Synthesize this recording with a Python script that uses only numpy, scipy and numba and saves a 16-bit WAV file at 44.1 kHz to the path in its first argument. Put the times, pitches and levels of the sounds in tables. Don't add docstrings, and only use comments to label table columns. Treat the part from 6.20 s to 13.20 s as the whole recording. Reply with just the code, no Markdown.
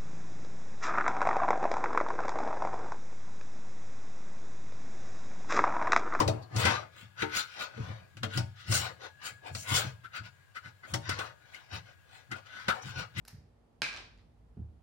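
import sys
import numpy as np
from scipy import signal
from scipy.fft import rfft, irfft
from scipy.io import wavfile
from scipy.ndimage import uniform_filter1d
from numba import njit

SR = 44100
rng = np.random.default_rng(int(sys.argv[2]) if len(sys.argv) > 2 else 0)


def wrap_up_sound(samples):
    columns = np.atleast_2d(samples).T
    tamed = np.clip(columns, -1, 1)
    steps = np.round(tamed * 32767).astype(np.int16)
    wavfile.write(sys.argv[1], SR, steps)


N = 308700
TIME = np.arange(N) / SR

# frequency in Hz, density in dB per Hz.
KITCHEN_SPECTRUM = [(30, -17), (62, -7), (100, 8.5), (250, -19), (1500, -16), (9000, -33.5)]
# time of fastest motion in seconds, spread of the bell in seconds,
# rasp level in dB, fine scratch in dB relative to the rasp, mesh body in dB relative to the rasp.
STROKES = [(-0.01, 0.023, -42, 2, 20.5), (0.077, 0.071, -63.5, -22, 27.5),
           (0.402, 0.035, -44.5, 13.5, -6.5), (0.472, 0.056, -33, -4, 6.5),
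           (0.618, 0.027, -58.5, -16, 18.5), (0.796, 0.04, -53.5, 1.5, -4.5), (1.015, 0.02, -39, -4, -6.5),
           (1.175, 0.029, -31.5, 5, -7), (1.34, 0.047, -49.5, -7, -17), (1.414, 0.028, -37, -2.5, -4),
           (1.65, 0.092, -52.5, -8.5, 5.5), (2.159, 0.034, -42, 1, -2), (2.405, 0.029, -51.5, -6.5, -26),
           (2.555, 0.046, -35.5, 13.5, -13.5), (2.633, 0.037, -40, 0.5, 5.5), (2.842, 0.025, -47, -7, 3),
           (3.064, 0.027, -41.5, 6.5, -2.5), (3.275, 0.02, -49, -2, 9.5), (3.4, 0.057, -62.5, 23.5, -11),
           (3.5, 0.026, -40, 9, -5), (3.563, 0.04, -33, 11, 4), (3.646, 0.039, -46, -34, 2),
           (3.963, 0.015, -40, -3, -13), (4.058, 0.018, -50, -7, -0.5), (4.362, 0.0083, -46.5, -2, -10),
           (4.468, 0.022, -53.5, -7, -2), (4.704, 0.035, -55, 5.5, 3.5), (4.912, 0.044, -43, -19, -2.5),
           (5.026, 0.046, -49.5, -2, 11.5), (5.35, 0.08, -58.5, -5.5, 1), (5.548, 0.023, -42, -3.5, -1),
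           (5.688, 0.031, -58.5, -17, 0), (5.956, .042, -55, -2, 0), (6.168, 0.019, -52.5, -4, 6),
           (6.266, 0.0071, -51, -8, -6), (6.4, 0.082, -51.5, -9, -3.5), (6.555, 0.035, -52, -3, 14.5),
           (6.678, 0.037, -46, -2, 2.5), (6.794, 0.027, -41, -4, 4.5), (6.99, 0.019, -37.5, 0, -10)]
# frequency in Hz, density in dB per Hz.
RASP_SPECTRUM = [(300, -59.5), (950, -6.5), (1500, 19), (2200, 15.5), (3200, 14), (6400, 11), (9000, -24.5)]
SCRATCH_SPECTRUM = [(2000, 6), (6800, 18.5), (10000, 8), (13500, -4), (15300, 9.5)]
BODY_SPECTRUM = [(130, -30), (550, -3), (1250, -5), (3000, -62.5)]
# frequency in Hz, level in dB.
FRAME_MODES = [(1189, -2.5), (1277, 6), (1440, 9.5), (1488, 4), (2030, 3)]
# start in seconds, strength in dB, hard tick in dB relative
# to the strength, basin ring likewise, frequency the struck spot favours in Hz, floor boom in dB.
KNOCKS = [(.002, -8, 0, 4.5, 480, -34.5), (.077, -8.5, 1, 8.5, 395, -31), (.363, -18, 8.5, 9.5, 783, -31.5),
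          (.452, 2, -5, -6, 395, -33), (1.02, -3.5, -18, -1, 330, -46.5), (1.571, -29, -15, 12, 348, -52),
          (1.969, -22.5, -7.5, -27, 306, -53), (2.032, -3.5, -10.5, -5.5, 930, -39.5),
          (2.174, -8.5, 2, -3.5, 850, -31.5), (2.523, -6, 1.5, -33, 400, -50),
          (3.349, -14, 1, -12, 700, -48), (4.737, -3.5, -2, -1.5, 875, -38.5),
          (4.892, -5, -3.5, -19, 800, -41), (4.988, -7.5, -8, -7.5, 900, -53),
          (5.345, -32, 3, -1, 600, -84), (6.114, -15, -6, -13, 300, -51.5), (6.482, 2, -12, -12, 950, -50)]
# frequency in Hz, density in dB per Hz.
CLACK_SPECTRUM = [(60, -6), (160, 4), (900, 4), (1450, 4.5), (4000, 2), (12000, -38)]
TICK_SPECTRUM = [(1000, -15.5), (4500, 0.5), (9500, -13.5), (13500, -31.5), (15500, -18.5)]
# frequency in Hz, level in dB.
BASIN_MODES = [(226, 0.5), (306, -1), (366, -2.5), (446, -3), (570, -3.5), (646, -5), (790, 0), (915, -2.5)]
# time of the peak in seconds, level in dB.
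PUSHES = [(.833, -54), (1.602, -40), (1.699, -43), (2.504, -32.5), (2.6, -44.5), (3.127, -60), (3.321, -47),
          (3.519, -35.5), (3.654, -40.5), (4.009, -50), (4.461, -55.5), (5.537, -46.5), (6.665, -44),
          (6.772, -44.5), (6.983, -39)]
# frequency in Hz, level in dB.
FLOOR_MODES = [(87, -1.5), (103, 4), (124, 0.5), (180, -12)]
# middle in seconds, spread of the bell in seconds, pitch in Hz, level in dB.
SQUEAKS = [(0.228, 0.0065, 4450, -51.5), (5.343, 0.0062, 2140, -43.5), (5.362, 0.0067, 2900, -49.5),
           (6.627, 0.0046, 6100, -47.5)]
# middle in seconds, spread of the bell in seconds, level in dB.
JUDDERS = [(0.473, 0.0078, -23.5), (1.017, 0.023, -38.5), (1.15, 0.062, -40.5), (2.04, 0.0089, -42),
           (2.553, 0.017, -34), (3.851, 0.009, -44), (3.966, 0.024, -43.5), (4.372, 0.0084, -41.5),
           (4.455, 0.016, -47), (4.645, 0.0092, -45.5), (4.914, 0.0099, -33.5), (5.002, 0.013, -35.5),
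           (6.124, 0.0081, -34), (6.371, 0.049, -46), (6.505, 0.013, -28)]
# frequency in Hz, difference in dB.
LEFT_BALANCE = [(300, 3), (1000, 8.5), (1600, 7), (2500, 7.5), (6000, 3)]

RASP_POWER, SCRATCH_POWER, BODY_POWER = 0.87, 2.3, 0.61
SIZZLE_DB, SIZZLE_DB_PER_S = -21, 176
CREEP_DB = -72
LOW_CUT_HZ, TOP_HZ = 23.5, 16000


def undb(db):
    return 10 ** (np.asarray(db) / 20)


def unit(x):
    return x / np.sqrt(np.mean(x ** 2))


def convolve(x, response):
    return signal.oaconvolve(x, response)[:N]


def gains(points, size):
    hz, db = np.transpose(points)
    return np.interp(np.log(np.fft.rfftfreq(size, 1 / SR) + 1), np.log(hz), db)


def colour(x, points, size=2048):
    cepstrum = irfft(np.log(undb(gains(points, size))))
    response = irfft(np.exp(rfft(2 * cepstrum[:size // 2], size)))
    return convolve(x, response / np.linalg.norm(response))


def ring(x, modes, t60_s):
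    t = TIME[:SR // 2]
    response = sum((-1) ** k * undb(db) * np.sin(2 * np.pi * hz * t) for k, (hz, db) in enumerate(modes))
    response = response * np.exp(-np.log(1000) * t / t60_s)
    return convolve(x, response / np.linalg.norm(response))


def steady(x, seconds):
    size = int(seconds * SR / 2)
    local_power = uniform_filter1d(uniform_filter1d(x ** 2, size), size)
    return x / np.sqrt(np.abs(local_power) + 1e-12)


@njit
def sweep(x, hz, q):
    y, band, low = np.empty(len(x)), 0., 0.
    for i in range(len(x)):
        g = np.tan(np.pi * hz[i] / SR)
        v = (band + g * (x[i] - low)) / (1 + g * (g + 1 / q))
        band, low, y[i] = 2 * v - band, low + 2 * g * v, v / q
    return y


def plucks(per_second, spread_db):
    caught = rng.random(N) < per_second / SR
    sign = np.sign(rng.standard_normal(N))
    return unit(caught * sign * undb(spread_db * rng.standard_normal(N)))


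def wander(x):
    depth_db, width_bins, hold_frames = 4.5, 2, 11
    bins = signal.stft(x, nperseg=512)[2]
    field = rng.standard_normal(bins.shape)
    for _ in range(2):
        field = uniform_filter1d(field, width_bins, axis=0)
        field = uniform_filter1d(field, hold_frames, axis=1)
    return signal.istft(bins * unit(undb(depth_db * unit(field))))[1][:N]


def kitchen(whine_hz=1647, whine_q=45.0, loudest_s=3.16, swell_s=0.29):
    air = np.array([colour(rng.standard_normal(N), KITCHEN_SPECTRUM) for _ in range(2)])
    drift = unit(uniform_filter1d(rng.standard_normal(N), SR // 2))
    centre = whine_hz * (1 + 0.009 * drift)
    narrow = sweep(sweep(rng.standard_normal(N), centre, whine_q), centre, whine_q)
    whine = steady(narrow, 0.064)
    swell = np.exp(-((TIME - loudest_s) / swell_s) ** 2)
    return undb(-63.0) * air + whine * (undb(-69.5) + undb(-62) * swell)


def stroke(s, half_s):
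    speed = np.exp(-.5 * ((TIME - s) / half_s) ** 2)
    sizzle = np.where(TIME < s, speed, undb(-SIZZLE_DB_PER_S * np.abs(TIME - s)))
    return np.maximum(speed, undb(SIZZLE_DB) * sizzle)


def scrubbing():
    power = np.full((3, N), undb(CREEP_DB) ** 2)
    for s, half_s, db, scratch_db, body_db in STROKES:
        near = np.abs(TIME - s) < .5
        speed = stroke(s, half_s)[near]
        layers = np.array([undb(db) * speed ** RASP_POWER,
                           undb(db + scratch_db) * speed ** SCRATCH_POWER,
                           undb(db + body_db) * speed ** BODY_POWER])
        power[:, near] += layers ** 2
    return np.sqrt(power)


def sponge(hump_hz=850, db_per_octave=26, medium_db=-50,
           bright_hz=2300, bright_db_per_octave=22, bright_q=0.41):
    rasping, scratching, pressing = scrubbing()
    above_db = 20 * np.log10(rasping) - medium_db
    crossing_hz = np.clip(hump_hz * 2 ** (above_db / db_per_octave), 400, 1600)
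    hump = unit(sweep(sweep(plucks(4000, 4.4), crossing_hz, 0.55), crossing_hz, 0.84))
    fibres = steady(plucks(1800, 5.45), 0.061)
    wire_hz = np.clip(bright_hz * 2 ** (above_db / bright_db_per_octave), 1900, 4000)
    wires = unit(sweep(colour(fibres, RASP_SPECTRUM), wire_hz, bright_q))
    rasp = undb(-2.0) * wires + undb(-6.5) * ring(fibres, FRAME_MODES, t60_s=0.11)
    scratch = undb(-7.0) * colour(fibres, SCRATCH_SPECTRUM)
    body = undb(-10.0) * colour(fibres, BODY_SPECTRUM) + undb(-9.0) * hump
    return wander(rasping * rasp + scratching * scratch + pressing * body)


def knocks(chatter_s=0.0086, spot_q=1.08):
    blows, ticks, basin = np.zeros((3, N + SR))
    t = TIME[:SR // 10]
    for s, db, tick_db, basin_db, spot_hz, _ in KNOCKS:
        rattle = rng.standard_normal(len(t)) * (rng.random(len(t)) < .15)
        contact = (t == 0) + rattle * np.exp(-t / chatter_s)
        contact = undb(db) * contact / np.linalg.norm(contact)
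        span = max(int(s * SR), 0) + np.arange(len(t))
        blows[span] += contact
        ticks[span] += undb(tick_db) * contact
        basin[span] += undb(basin_db) * sweep(contact, np.full(len(t), float(spot_hz)), spot_q)
    clack = undb(2.0) * colour(blows, CLACK_SPECTRUM) + undb(4.0) * colour(ticks, TICK_SPECTRUM)
    frame_ring = undb(-14.0) * ring(blows, FRAME_MODES, t60_s=0.11)
    basin_ring = undb(10.0) * wander(ring(basin, BASIN_MODES, t60_s=0.23))
    return clack + frame_ring + basin_ring


def boom(rise_db_per_s=650, fall_db_per_s=170, tail_db=-19, tail_db_per_s=65):
    shakes = PUSHES + [(s, db) for s, *_, db in KNOCKS]

    def swell(fall):
        return np.sqrt(sum(undb(db - np.maximum((s - TIME) * rise_db_per_s, (TIME - s) * fall)) ** 2
                           for s, db in shakes))

    hum = steady(ring(rng.standard_normal(N), FLOOR_MODES, t60_s=0.14), 0.074)
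    thud_spectrum = [(90, -34.5), (170, 8.0), (340, 5.5), (600, -49.5)]  # Hz, dB per Hz
    thud = steady(colour(rng.standard_normal(N), thud_spectrum), 0.26)
    hum_level = undb(5.5) * swell(fall_db_per_s) + undb(tail_db) * swell(tail_db_per_s)
    return hum_level * hum + undb(-6.5) * swell(2 * fall_db_per_s) * thud


def squeaks(q=14.0):
    slips = plucks(4200, 4.0)
    return sum(undb(db) * stroke(s, half_s) * unit(sweep(slips, np.full(N, float(hz)), q))
               for s, half_s, hz, db in SQUEAKS)


def judders(main_hz=1478.0, q=24.0):
    push = sum(undb(db) * np.exp(-.5 * ((TIME - s) / half_s) ** 2) for s, half_s, db in JUDDERS)
    slips = steady(plucks(1200, 2.7), 0.04)
    bending = steady(sweep(slips, np.full(N, main_hz), q), 0.061)
    scrape = undb(-10.5) * colour(slips, CLACK_SPECTRUM)
    frame_ring = undb(2.0) * ring(slips, FRAME_MODES, t60_s=0.13)
    return push * (undb(-0.5) * bending + wander(scrape + frame_ring))


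def sink(x, direct_db=-3, t60_s=0.069, room_db=-14, room_t60_s=0.29):
    scatter_hz, ripple_bins = 450, 25
    t = TIME[:SR // 2]
    lows = signal.sosfiltfilt(signal.butter(2, scatter_hz, fs=SR, output="sos"), x)
    sides = []
    for _ in range(2):
        near, far = (rng.standard_normal(len(t)) * np.exp(-np.log(1000) * t / t60)
                     for t60 in (t60_s, room_t60_s))
        walls = near / np.linalg.norm(near)
        room = undb(room_db) * far / np.linalg.norm(far)
        paths = rfft(undb(direct_db) * (t == 0) + walls + room)
        paths = paths / np.sqrt(uniform_filter1d(np.abs(paths) ** 2, ripple_bins))
        sides.append(lows + convolve(x - lows, irfft(paths)[:len(t) // 2]))
    return np.array(sides)


def scene():
    one_end = sink(sponge() + knocks())
    other_end = sink(sponge() + judders() + squeaks())
    left, right = one_end + other_end + boom() + kitchen()
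    lag_s = .0007
    delay = np.exp(-2j * np.pi * np.fft.rfftfreq(2 * N, 1 / SR) * lag_s)
    balance = undb(gains(LEFT_BALANCE, 2 * N))
    share = np.sqrt(2 / (1 + balance ** 2))
    left = irfft(rfft(left, 2 * N) * share * balance * delay)[:N]
    right = irfft(rfft(right, 2 * N) * share)[:N]
    return np.array([left, right])


def record(dry):
    low_cut = signal.butter(2, LOW_CUT_HZ, "highpass", fs=SR, output="sos")
    top_cut = signal.ellip(10, .2, 70, TOP_HZ, fs=SR, output="sos")
    return signal.sosfilt(top_cut, signal.sosfilt(low_cut, dry))


dry = scene()
out = record(dry)
wrap_up_sound(out)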